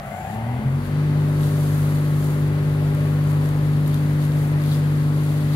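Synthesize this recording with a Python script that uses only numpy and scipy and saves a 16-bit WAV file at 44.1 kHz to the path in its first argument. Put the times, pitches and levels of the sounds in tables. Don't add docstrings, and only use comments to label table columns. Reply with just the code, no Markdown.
import sys
import numpy as np
from scipy import signal
from scipy.fft import rfft, irfft
from scipy.io import wavfile
from scipy.ndimage import uniform_filter1d

SR = 44100
rng = np.random.default_rng(int(sys.argv[2]) if len(sys.argv) > 2 else 0)


def nominal_scale(level):
    x = np.asarray(level, float) / 20
    return 10 ** x


def digitize_waveform(pressure):
    field = np.atleast_2d(pressure).T
    bounded = np.clip(field, -1, 1)
    quanta = np.round(bounded * 32767).astype(np.int16)
    wavfile.write(sys.argv[1], SR, quanta)


N = 244755
T = np.arange(N) / SR
HZ = np.fft.rfftfreq(N, 1 / SR)
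IDLE_HZ, MAINS_HZ = 49.68, 50
SCREEN_S, SCREEN_SPAN_S = 3.52, .15


def unit(x):
    return x / np.sqrt(np.mean(x ** 2))


def spectrum(rows):
    hz, value = np.transpose(rows)
    return np.interp(np.log(HZ + 1), np.log(hz), value)


def shape(x, gain):
    return irfft(rfft(x) * gain, N)


def walk(rate_hz):
    k = int(SR / rate_hz)
    held = np.repeat(rng.standard_normal(N // k + 1), k)
    smooth = uniform_filter1d(uniform_filter1d(held, k), k)
    return unit(smooth[:N])


def bump(s, length_s):
    return np.exp(-((T - s) / length_s) ** 2)


def step(s, span_s):
    return (1 + np.tanh((T - s) / span_s)) / 2


def at_ports(paths, lag_s, likeness):
    like = np.clip(likeness, 0, 1)
    delay = np.array([np.ones(len(HZ)), np.exp(-2j * np.pi * HZ * lag_s)])
    direct = rfft(paths[0]) * delay
    scattered = rfft(paths[1:])
    return irfft(np.sqrt(like) * direct + np.sqrt(1 - like) * scattered, N)


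def swept_db(hz):
    # [f/Hz, width/Hz, level/dB]
    swept = [(86, 3.4, -5), (117, 7.3, 3), (129.3, 1.83, -32), (131.9, 2.5, 8), (138, 1.2, 2.5),
             (144.6, 2, -16), (164.5, 2.2, -22), (188, 10, -9), (216.6, 7.3, 9.5), (219, 3, -2.5),
             (238, 9, 4.5), (265, 8.5, -9), (287, 10, -10.5)]
    peaks_db = sum(db * np.exp(-((hz - f) / width) ** 2) for f, width, db in swept)
    return peaks_db - 10 * np.log10(1 + (135 / hz) ** 8)


def disc(turns, speed):
    # [multiple, level/dB, waver/dB, change once the worker screens the chute/dB, power of speed]
    strong = [(2, -30.2, .7, -1.4, 1.5), (3, -20.1, .3, .4, 2.2), (5, -35.3, .7, 0, .8),
              (6, -38.3, .8, 2.5, 1.4)]
    # [multiple, level/dB]
    weak = [(1, -44), (4, -48.5), (7, -46), (8, -43), (9, -60), (10, -48), (11, -58.5), (12, -51),
            (15, -73), (18, -75.5), (20, -58), (21, -67.5), (22, -57.5), (25, -61), (26, -59), (27, -68),
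            (28, -59), (30, -62), (32, -61), (36, -64), (38, -68), (54, -67), (62, -72)]
    start = rng.random(65)
    screened = step(SCREEN_S, SCREEN_SPAN_S)
    out = 0
    for k, db, waver_db, screen_db, power in strong:
        k = round(k)
        sweep_db = swept_db(k * IDLE_HZ * speed) - swept_db(k * IDLE_HZ)
        level_db = db + sweep_db + waver_db * walk(8) * (T > 1) + screen_db * screened
        out = out + nominal_scale(level_db) * speed ** power * np.sin(2 * np.pi * (k * turns + start[k]))
    for k, db in weak:
        k = round(k)
        level_db = db + 1.8 * walk(4) - 3 * (screened - .4)
        out = out + nominal_scale(level_db) * speed ** 6 * np.sin(2 * np.pi * (k * turns + start[k]))
    return np.sqrt(2) * out


def slots(turns, speed):
    # [f/Hz, width/Hz, level/dB]
    casing_modes = [(625, 60, -3), (705, 60, 0), (765, 55, 2), (850, 70, -3), (960, 90, -8), (1110, 60, -9),
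                    (1480, 160, -5), (1700, 250, -10), (1960, 120, -8), (2090, 50, 1), (2950, 300, -12)]
    # [t/s, length/s, level/dB]
    squeals = [
        (0.19, 0.075, -53),
        (0.314, 0.059, -57),
    ]
    overtones_db = [-17.5, -26.5]
    overtone_speed = [2.2, 1.5]
    slot_count = 24
    slip = 1 - speed * IDLE_HZ / MAINS_HZ
    field = 2 * np.pi * 2 * MAINS_HZ * T
    throb = 1 + .3 * np.cos(field) + .3 * np.cos(2 * np.pi * turns)
    casing = .01 + sum(nominal_scale(db) / (1 + 1j * (HZ - hz) / (width / 2)) for hz, width, db in casing_modes)

    levels_db, powers = [0, *overtones_db], [4.0, *overtone_speed]
    rough_hz, levelling = [135, 55, 40], [.5, .25, .1]
    whine = 0
    for k in range(3):
        shake = shape(rng.standard_normal((2, 3, N)), 1 / (1 + 1j * HZ / rough_hz[k]))
        angle = 2 * np.pi * ((k + 1) * slot_count * turns + min(k, 1) * MAINS_HZ * T)
        steady = .5 if k else .35
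        force = throb * ((steady + unit(shake[0])) * np.cos(angle) + unit(shake[1]) * np.sin(angle))
        ring = shape(force, casing if k else casing ** 2)
        ring = ring / uniform_filter1d(ring ** 2, size=1400) ** levelling[k]
        whine = whine + nominal_scale(levels_db[k]) * speed ** powers[k] * ring
    whine = whine * nominal_scale(-1.5) * slip ** 1.91

    hum = nominal_scale(-57) * np.sqrt(2) * np.sin(field)
    for k, (db, power) in enumerate([(-47, 1.2), (-36, 1.6)]):
        hum = hum + nominal_scale(db) * slip ** power * np.sqrt(2) * np.sin((k + 1) * field)

    squeal = unit(shape(rng.standard_normal((3, N)), 1 / (1 + ((HZ - 7200) / 450) ** 2)))
    squeal = squeal * sum(nominal_scale(db) * bump(s, length_s) for s, length_s, db in squeals)
    return whine + hum + squeal


def fan(turns, speed):
    # [f/Hz, level/dB per Hz]
    chute = [(20, -83), (34, -72), (58, -56.5), (80, -60.5), (115, -54.5), (135, -50), (170, -59.5),
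             (215, -54.5), (238, -58), (275, -66.5), (410, -63), (460, -63.5), (535, -68), (575, -61.5)]
    # [f/Hz, level/dB per Hz]
    housing = [(600, -63.5), (680, -69.5), (830, -70.5), (1100, -72), (1500, -73.5), (2000, -74),
               (2300, -78), (3200, -83), (4500, -89.5), (5200, -90.5), (8000, -90.5), (12000, -92.5),
               (15500, -90)]
    # [f/Hz, width/Hz, level/dB]
    panels = [(630, 36, -4.5), (837, 34, 3.5), (1127, 67, 3), (2060, 38, 1.5), (4550, 80, 8.5)]
    colour_db = np.where(HZ < housing[0][0], spectrum(chute), spectrum(housing))
    colour_db = colour_db + sum(db / (1 + ((HZ - hz) / (width / 2)) ** 2) for hz, width, db in panels)
    air = rfft(rng.standard_normal((3, N))) * nominal_scale(colour_db) * np.sqrt(SR / 2)

    growth = [1.1, 0.86, 2.0, 1.65, 2.8, 0.31, 0.27, 1.2, 1.3, .3]
    screened = [0, 0, 0, .6, 1, 1, .8, .6, .3, .3]
    screen_db = 0.3 - 0.24 * step(SCREEN_S, SCREEN_SPAN_S)
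    octave = np.log2((HZ + 1) / 40)
    out = 0
    for k in range(10):
        offset = octave - k if k else np.maximum(octave, 0)
        band = irfft(air * np.cos(np.pi / 2 * np.clip(offset, -1, 1)) ** 2, N)
        out = out + band * speed ** growth[k] * nominal_scale(screened[k] * screen_db + .5 * walk(5.6))
    puff = 1 + 0.032 * np.cos(2 * np.pi * turns) + 0.04 * np.cos(2 * np.pi * 2 * turns)
    return out * puff


def leaves():
    # [t/s, length/s, rustle level/dB, scrape relative level/dB]
    stirs = [(0.143, 0.18, -48.5, -13), (0.317, 0.058, -46.5, -9), (.865, .035, -46.5, -7),
             (1.1, 0.31, -52.5, 0), (1.47, 0.19, -43, -6.5), (1.694, 0.26, -39.5, -10),
             (1.92, 0.25, -45, -11), (2.265, 0.19, -41, -12), (3.084, 0.12, -48, -16),
             (3.305, .035, -42, -18), (3.468, 0.091, -46, -10), (3.677, 0.14, -52, -3),
             (3.884, 0.026, -44, -10), (3.95, 0.034, -44, -4), (4.073, 0.11, -46, -8),
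             (4.24, 0.051, -43, -7), (4.406, 0.11, -42.5, -15), (4.71, 0.11, -40.5, -5.5),
             (4.946, 0.17, -49.5, -5), (5.223, 0.075, -45, -8), (5.35, 0.25, -45, -6),
             (5.56, 0.042, -42.5, 0)]
    # [f/Hz, level/dB per Hz]
    leaf = [(2500, -37), (4000, -13), (6500, 0), (9500, -1.5), (12000, 0.5), (15500, 1)]
    lift_s, walk_over_s = 1.44, 2.3
    heap_pan_db, chute_pan_db = 1, 3
    carried = nominal_scale(-49) * step(lift_s, .3)
    rustle_power, scrape_power = carried ** 2, (carried * nominal_scale(-3.5)) ** 2
    for s, length_s, db, scrape_db in stirs:
        swell = bump(s, length_s)
        rustle_power = rustle_power + (nominal_scale(db) * swell) ** 2
        scrape_power = scrape_power + (nominal_scale(db + scrape_db) * swell) ** 2

    chance = rng.random((2, 3, N))
    size = rng.standard_normal((2, 3, N)) * nominal_scale(2.2 * rng.exponential(size=(2, 3, N)))
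    density = np.reshape([.3, .12], (2, 1, 1))
    ticks = size * (chance < density) * nominal_scale(.85 * walk(30))
    fine = unit(shape(ticks[0], nominal_scale(spectrum(leaf)) * np.clip(HZ / 4000, 0, 1) ** 3))
    coarse = unit(shape(ticks[1], 1 / (1 + ((HZ - 3900) / 1300) ** 2)))
    rustle = np.sqrt(rustle_power) * fine + np.sqrt(scrape_power) * coarse

    at_heap = step(lift_s, .1) * (1 - step(walk_over_s, .2))
    pan_db = chute_pan_db + (heap_pan_db - chute_pan_db) * at_heap
    return at_ports(rustle, .0001, 0.086) * nominal_scale(np.array([pan_db, -pan_db]) / 2)


def twigs():
    # [t/s, peak level/dB, ring f/Hz, broad crack relative level/dB]
    snaps = [(2.948, -40, 3040, 10), (3.0131, -41, 3530, -3), (3.2994, -39, 4210, -1),
             (3.4898, -39, 3920, 11), (3.861, -37, 3780, -1), (3.878, -28.5, 12000, -5),
             (3.9364, -35, 3710, -7), (3.9432, -32.5, 3700, 13), (4.2294, -49, 4550, -3),
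             (4.6184, -35, 4710, 1), (4.6374, -34, 3570, 5), (4.6614, -39, 4490, 3),
             (4.6914, -37, 4100, -11), (4.7156, -29, 4420, -5), (4.7184, -32, 3770, -6),
             (4.7234, -30, 3440, -5), (4.7447, -32, 5200, -5)]
    out, t = np.zeros((3, N + 800)), np.arange(600) / SR
    crack = rng.standard_normal((len(snaps), 3, len(t)))
    tail = np.exp(-t / 0.00086) + 0.22 * np.exp(-t / .004)
    for (s, db, hz, crack_db), noise in zip(snaps, crack):
        i = int((s + 0.00035) * SR)
        ring = np.sin(2 * np.pi * hz * t) * np.exp(-t * hz / 6.5)
        burst = np.diff(noise, prepend=0) / 2 * tail
        out[:, i:i + len(t)] += nominal_scale(db) * (ring + nominal_scale(crack_db) * burst)
    return at_ports(out[:, :N], 0.00016, 0.96) * nominal_scale([[1.8], [-1.8]])


def scene():
    # [t/s, shaft f/Hz]
    run_up = [(0, 24.66), (.1, 27.67), (.324, 35.35), (.53, 40.63), (.756, 46.48), (.832, 48.4),
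              (.912, 49.04), (1, 49.68)]
    # [f/Hz, share]
    common = [(60, 1), (340, 0.9), (520, 0.57), (800, 0.85), (1500, 0.33), (3500, 0.33), (7000, 0.19),
              (15000, 0.061)]
    # [f/Hz, level/dB]
    left_db = [(60, 2.0), (110, 1.5), (200, 1.5), (380, 2.5), (700, 4.0), (1290, 5.0), (2380, 4.5),
               (4400, 3.0), (8120, 1.5), (15000, 3.0)]
    shaft_hz = np.interp(T, *np.transpose(run_up))
    turns, speed = np.cumsum(shaft_hz) / SR, shaft_hz / IDLE_HZ
    drone_lag_s = np.where((HZ > 200) & (HZ < 700), .00027, .00011)
    drone = at_ports(np.tile(disc(turns, speed), (3, 1)), drone_lag_s, 1)
    whine = at_ports(slots(turns, speed), 0.0001, 0.78)
    rush = at_ports(fan(turns, speed), 0.00022, spectrum(common))
    side = nominal_scale(np.array([1, -1])[:, None] * spectrum(left_db) / 2)
    return shape(drone + whine + rush, side) + leaves() + twigs()


def band_limit(x):
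    return signal.sosfilt(signal.butter(12, 15710, fs=SR, output="sos"), x)


def record(dry):
    # [f/Hz, level/dB]
    port = [(30, 1), (4600, -0.5), (5700, -3.5), (6700, -2), (8300, -3.5), (9500, 0.5), (12200, 0.5),
            (13000, -1), (14000, -9.5), (14900, -9), (15700, -6)]
    bass_cut = 1 / np.sqrt(1 + (36 / (HZ + 1)) ** 6)
    mix = shape(dry, (HZ < 15740) * nominal_scale(spectrum(port)) * bass_cut)
    return band_limit(mix)


dry = scene()
out = record(dry)
digitize_waveform(out)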